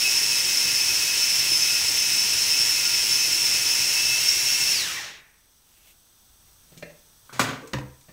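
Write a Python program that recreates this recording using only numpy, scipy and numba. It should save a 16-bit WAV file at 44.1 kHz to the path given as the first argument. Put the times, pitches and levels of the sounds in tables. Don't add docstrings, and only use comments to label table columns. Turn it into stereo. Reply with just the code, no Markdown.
import sys
import numpy as np
from scipy import signal
from scipy.fft import rfft, irfft, next_fast_len
from scipy.io import wavfile
from scipy.ndimage import uniform_filter1d
from numba import njit

SR = 44100
rng = np.random.default_rng(int(sys.argv[2]) if len(sys.argv) > 2 else 0)


def store_pcm(level_fs):
    pcm = np.round(np.clip(level_fs, -1, 1) * 32767).astype(np.int16)
    wavfile.write(sys.argv[1], SR, np.atleast_2d(pcm).T)


N = 358091

MESH_ORDERS = [117, 120, 123, 126, 129, 144.4, 246]
MESH_DB = [-9, -27, 1.5, -3, -13, -11, -20.5]
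HUM_ORDERS = [3, 6, 7, 21.9, 33, 48.6, 60, 63]
HUM_DB = [-64, -64, -60.5, -60, -55, -45.5, -32, -42]
# (frequency [Hz], level [dB])
HOUSING = [(250, -24.5), (700, -20.5), (1250, -18.5), (1800, -8.5), (2250, -2), (2750, 1.5), (3500, -5.5),
           (4600, -4.5), (5300, 1.5), (5700, 2), (6800, -8.5), (9000, -9), (12000, -17.5), (15500, -18)]
# (frequency [Hz], level [dB])
PULP = [(25, -11), (50, -10), (75, 1), (110, 0.5), (155, 5), (200, -6.5), (450, -4), (650, -17), (900, -19),
        (2000, -25.5)]
# (centre frequency [Hz], level [dB], time to fall 60 dB [s])
BOWL = [(165.7, -3, 0.17), (240, -8, 0.098), (340, -11, .12), (470, -2.5, 0.073), (597, -3, 0.11),
        (1763, -6.5, .11), (2010, 1, 0.056), (2604, 3.5, 0.058), (4290, -10, 0.066)]
# (centre frequency [Hz], level [dB], time to fall 60 dB [s])
HEAD = [(149.4, -16, 0.2), (251, -15.5, 0.22), (455, -21, 0.11), (1083, -1, 0.016), (1198, 2, 0.031),
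        (1438, 3, 0.048), (2150, -12, .12), (3270, -16, 0.18), (3900, -21, .1)]
# (centre frequency [Hz], level [dB], time to fall 60 dB [s])
BOARD = [(70, -6.5, 0.23), (129.6, -5, 0.37), (195, -7, 0.18), (298, -3.5, 0.074), (510, -10, .12),
         (995, 0.5, 0.019), (1750, 5, 0.018), (2590, -11, 0.052)]
# (time [s], level [dB], bass [dB], crack [dB], crack decay [s], ringing part [table])
KNOCKS = [ (6.718, -58.5, 18, 1, 0.024, BOWL), (6.768, -57.5, 22, 0, .014, BOWL),
          (6.825, -31.5, 0.5, -1.5, 0.0053, BOWL), (6.895, -47, -5, 1, 0.011, BOWL),
          (7.294, -39, -1, -10, 0.0067, HEAD), (7.326, -41, -5, -0.5, 0.15, HEAD),
          (7.394, -12.5, 9.5, 0, .01, HEAD), (7.412, -32, 11, 12.5, 0.0073, HEAD),
          (7.438, -31, 15, 4, 0.054, HEAD), (7.488, -22, 12.5, -13, 0.022, HEAD),
          (7.531, -27, 6, -15, 0.0093, HEAD), (7.733, -20.5, -33, 4, .004, BOARD),
          (7.74, -19.5, 2, -5, 0.0025, BOARD), (7.784, -29, 5, 6.5, 0.0034, BOARD),
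          (8.084, -51, 11, 0, 0.034, BOWL)]
# (frequency [Hz], level [dB])
CRACK = [(40, -28), (110, 16), (300, 4), (650, 3), (1300, 0), (2200, 4.5), (4000, -1), (7000, -12.5),
         (10000, -23), (15500, -30)]
# (frequency [Hz], level [dB])
RUBBER = [(60, 0), (200, 1), (600, -1), (1500, -3), (2700, 1), (4000, -3), (8000, -5), (15000, -7)]
# (frequency [Hz], level [dB])
RUMBLE = [(20, -1.5), (40, 1.5), (72, -1), (130, -8), (300, -16), (600, -22.5), (900, -20.5), (2000, -37)]
# (frequency [Hz], level [dB])
HISS = [(100, -7), (600, -21), (900, -8.5), (1350, 3.5), (2100, 0.5), (3000, 4.5), (3450, 9), (3900, 5),
        (5200, 3.5), (5950, 9), (7200, -5.5), (8280, 7), (9500, -2), (15200, -0.5)]
# (frequency [Hz], left level [dB], right level [dB])
PORTS = [(99.5, -0.6, -2), (1070, 4, 5), (2520, -2, -2.5), (5480, 4, 1), (6380, 7.5, -11),
         (6850, 9.5, -3.5), (7560, 0, 3), (8010, -0.5, 10.5), (8640, -8.5, 4.5), (9580, 4, 2.5),
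         (10570, 5, 7.5), (12460, 2, 2.5), (13230, 11, 2), (14400, 9, -15)]
# (frequency [Hz], level [dB])
SWEEP = [(0, -120), (500, -50), (1100, -37), (1700, -18), (2150, -11), (2600, -17), (3400, -13.5),
         (3950, -3), (4500, -4), (5200, 0)]
# (middle [s], length [s], rise [dB])
SURGES = [(1.567, 0.11, 4.5), (1.65, 0.034, 1.5), (2.52, 0.035, 4.5), (3.122, .05, 5.5), (3.23, 0.029, 7),
          (4.291, 0.032, 10), (4.612, 0.042, 5.5), (4.73, 0.089, 5.5)]
# (middle [s], length [s], level [dB])
STROKES = [(5.77, 0.27, -62), (5.895, 0.078, -63), (6.468, .12, -66), (6.72, 0.21, -65), (7.282, .1, -64)]
# (time [s], level [dB], decay [s])
TICKS = [(6.775, -45.5, 0.015), (7.328, -44.5, 0.061), (7.394, -22.5, 0.029), (7.674, -38, 0.0051),
         (7.784, -47, .003), (8.01, -50, .006)]
# (frequency [Hz], level [dB])
TICK_COLOUR = [(800, -25), (2300, 7.5), (4400, 4), (7000, 1.5), (9000, -3.5), (11500, -9.5), (15500, -13)]

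TIME = np.arange(N) / SR
FREQ = np.maximum(np.fft.rfftfreq(N, 1 / SR), 1)
RUNNING_HZ, THIN_HZ = 42.95, 44.15
THINS_FROM_S, THINS_UNTIL_S = 3.7, 4.35
LOAD_WANDER = 0.00304
OFF_S, COAST_S, DRAG_S = 4.726, .5, .5
SING_DB, SING_THIN_DB, SING_COAST_DB = -30.5, -1.5, 5.5
HUM_FADE = 2.1
RATTLE_DB, RATTLE_FADE = -22, 0.58
KNOCK_PAN_DB = 0.9
CLATTER_DB, CLATTER_HZ = 2, 130
FOOT_S, FOOT_LENGTH_S, FOOT_DB = 7.645, .04, -51
FOOT_HZ, FOOT_SAG_HZ_PER_S = 477, 1800
RUMBLE_DB, HISS_DB = -61.5, -57.0
TOP_HZ = 15650


def chopper():
    speed = blade_speed()
    pace = speed / RUNNING_HZ
    floating = np.clip((1 - pace) / .15, 0, 1) * (TIME > OFF_S)
    turns = np.cumsum(speed * (1 + 0.00136 * walk(16.0))) / SR
    planets = 0.3 * np.cos(2 * np.pi * 3 * turns)
    chatter = undb(planets + 0.7 * walk(338) + 0.4 * walk(31.0))
    layers = (gear_whine(turns, speed, floating) + motor_hum(turns, pace, floating)
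              + tooth_rattle(chatter, pace) + churning_pulp(turns, pace))
    return undb(4.5) * layers


def gear_whine(turns, speed, floating):
    slip = 0.95 * (1 + 2.8 * floating)
    whine = sum(undb(db) * tone(turns, order, slip=slip, flutter_db=3.5)
                for order, db in zip(MESH_ORDERS, MESH_DB))
    surge_db = sum(rise_db * swell(s, length) for s, length, rise_db in SURGES)
    sing_db = SING_DB + SING_THIN_DB * thinness() + SING_COAST_DB * floating + surge_db
    main_mesh_hz = speed * MESH_ORDERS[2]
    return whine * undb(sing_db + np.interp(main_mesh_hz, *np.transpose(SWEEP)))


def motor_hum(turns, pace, floating):
    slip = 0.2 + 2.66 * floating
    lines = [undb(db) * tone(turns, order, slip=slip, flutter_db=3.5)
             for order, db in zip(HUM_ORDERS, HUM_DB)]
    armature = 0.98 * thinness() * (1 - floating) * lines[5]
    return (sum(lines) + armature) * pace ** HUM_FADE


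def tooth_rattle(chatter, pace):
    hard = unit(colour(noise_pair() * chatter, HOUSING))
    soft = colour(hard, [(900, -3), (1800, 4), (2600, -7.5), (3800, 0),
                         (5300, -18), (7000, -13), (14000, -65)])
    force = np.minimum(pace, 1) ** 1.2
    rattle = force * hard + (1 - force) * soft
    return rattle * undb(RATTLE_DB) * np.tanh(pace / RATTLE_FADE)


def churning_pulp(turns, pace):
    churn = undb(1.8 * walk(29) + 1.3 * np.sin(2 * np.pi * turns))
    pulp = unit(colour(noise_pair() * churn, PULP))
    return undb(-46.5) * pulp * pace ** 0.68


def blade_speed():
    steady = RUNNING_HZ + (THIN_HZ - RUNNING_HZ) * thinness()
    driven = steady * (1 + LOAD_WANDER * walk(2.485))
    friction = np.exp(-COAST_S / DRAG_S)
    coast = (np.exp(-np.maximum(TIME - OFF_S, 0) / DRAG_S) - friction) / (1 - friction)
    return driven * np.maximum(coast, 0)


def thinness():
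    return np.clip((TIME - THINS_FROM_S) / (THINS_UNTIL_S - THINS_FROM_S), 0, 1)


def tone(turns, order, slip, flutter_db):
    phase = 2 * np.pi * order * turns + slip * walk(54.6)
    shared_db = flutter_db * walk(30)
    ports = []
    for _ in range(2):
        strength = undb(shared_db + 1.8 * walk(12))
        ports.append(unit(strength * np.sin(phase + .4 * walk(9))))
    return np.array(ports)


def knocks():
    out = np.zeros((2, N))
    contact = unit(colour(noise_pair() * undb(CLATTER_DB * walk(CLATTER_HZ)), CRACK))
    pan_db = np.array([[1], [-1]]) * KNOCK_PAN_DB / 2
    for s, db, bass_db, crack_db, decay, modes in KNOCKS:
        start = int(s * SR)
        t = TIME[:min(SR // 2, N - start)]
        stop = start + len(t)
        crack = undb(crack_db) * contact[:, start:stop] * np.exp(-t / decay)
        attack = 1 - np.exp(-t / 0.0018)
        blow = (ringing(modes, t, bass_db) + crack) * attack
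        out[:, start:stop] += blow * undb(db + pan_db)
    return signal.sosfilt(signal.butter(2, 60, "high", fs=SR, output="sos"), out)


def ringing(modes, t, bass_db):
    ring = 0
    for hz, mode_db, t60 in modes:
        bass = 1 / (1 + (hz / 450) ** 4)
        envelope = undb(mode_db + bass * (bass_db - 5.0) - 60 * t / t60)
        for split in (-.04, 0, .04):
            detuned_hz = hz * (1 + (1 - bass) * (split + .015 * rng.standard_normal()))
            skew = min(hz / 1800, 1.5) * rng.standard_normal() * np.array([[.7], [-.7]])
            ring = ring + envelope * np.sin(2 * np.pi * detuned_hz * t + skew)
    return ring * undb(-6.5)


def ticks():
    burst = sum(undb(db) * (TIME >= s) * np.exp(-np.abs(TIME - s) / decay)
                for s, db, decay in TICKS)
    return burst * unit(colour(noise_pair(), TICK_COLOUR))


def foot():
    cycles = np.cumsum(FOOT_HZ - FOOT_SAG_HZ_PER_S * (TIME - FOOT_S)) / SR
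    partials = [(.63, 3), (1, 6), (2.35, 0.5)]  # (multiple of base pitch, dB)
    groan = sum(undb(part_db) * tone(cycles, multiple, slip=1.1, flutter_db=2.5)
                for multiple, part_db in partials)
    return groan * undb(FOOT_DB) * swell(FOOT_S, FOOT_LENGTH_S)


def gloves():
    stroke = sum(undb(db) * swell(s, length) for s, length, db in STROKES)
    slips = noise_pair() * undb(1.7 * walk(90))
    rubber = unit(colour(slips, RUBBER))
    scuff = unit(colour(slips, [(1200, -44), (2200, -7), (2700, -1.5), (3400, -11), (6000, -22)]))
    firmness = (stroke / stroke.max()) ** 2
    return stroke * (rubber + undb(6.5) * scuff * firmness)


def background():
    rumble = unit(colour(noise_pair(), RUMBLE))
    hiss = unit(colour(noise_pair(), HISS))
    return undb(RUMBLE_DB) * rumble + undb(HISS_DB) * hiss


def kitchen(x, wet_db, low_t60, high_t60):
    noise = noise_pair()
    low = colour(noise, [(900, -4.5), (2500, -7.5), (7000, -63)])
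    high = noise - low
    t = TIME[:SR]
    tail = low[:, :SR] * undb(-60 * t / low_t60) + high[:, :SR] * undb(-60 * t / high_t60)
    tail = tail * np.clip(t / 0.0024 - 1, 0, 1)
    tail = tail / np.sqrt(np.sum(tail ** 2) / 2)
    return x + undb(wet_db) * signal.fftconvolve(x, tail, axes=1)[:, :N]


def undb(db):
    return 10 ** (np.asarray(db) / 20)


def unit(x):
    return x / np.sqrt(np.mean(x ** 2))


def colour(x, points):
    hz, db = np.transpose(points)
    size = next_fast_len(N + SR // 2, True)
    freq = np.maximum(np.fft.rfftfreq(size, 1 / SR), 1)
    gain = undb(np.interp(np.log(freq), np.log(hz), db))
    return irfft(rfft(x, size) * gain, size)[..., :N]


def walk(rate):
    return unit(irfft(rfft(rng.standard_normal(N)) / (1 + (FREQ / rate) ** 4), N))


def noise_pair(split_hz=650):
    mid, side = rng.standard_normal((2, N))
    side = irfft(rfft(side) * FREQ / np.hypot(FREQ, split_hz), N)
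    return np.array([mid + side, mid - side]) / np.sqrt(2)


def swell(s, length):
    return 2 ** -((2 * (TIME - s) / length) ** 2)


@njit
def follow(size, attack, release):
    out = np.empty(len(size))
    level = size[:2000].mean()
    for i in range(len(size)):
        level += (size[i] - level) * (attack if size[i] > level else release)
        out[i] = level
    return out


def gain_control(x, threshold_db=-33, ratio=1.41, attack_s=0.14, release_s=0.67):
    power = uniform_filter1d(np.mean(x ** 2, axis=0), size=1024)
    size = np.sqrt(np.abs(power))
    level = follow(size, 1 / (attack_s * SR), 1 / (release_s * SR))
    excess = np.maximum(level / undb(threshold_db), 1)
    return x * excess ** (1 / ratio - 1)


def scene():
    machine = kitchen(chopper(), wet_db=-4.0, low_t60=0.74, high_t60=0.22)
    handling = kitchen(knocks() + ticks() + foot(), wet_db=-3.5, low_t60=0.52, high_t60=0.22)
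    return machine + handling + gloves() + background()


def record(dry):
    ports = np.array(PORTS)
    left = colour(dry[0], ports[:, [0, 1]])
    right = colour(dry[1], ports[:, [0, 2]])
    top_cut = signal.ellip(10, .2, 80, TOP_HZ, fs=SR, output="sos")
    return signal.sosfilt(top_cut, gain_control(np.array([left, right])))


dry = scene()
out = record(dry)
store_pcm(out)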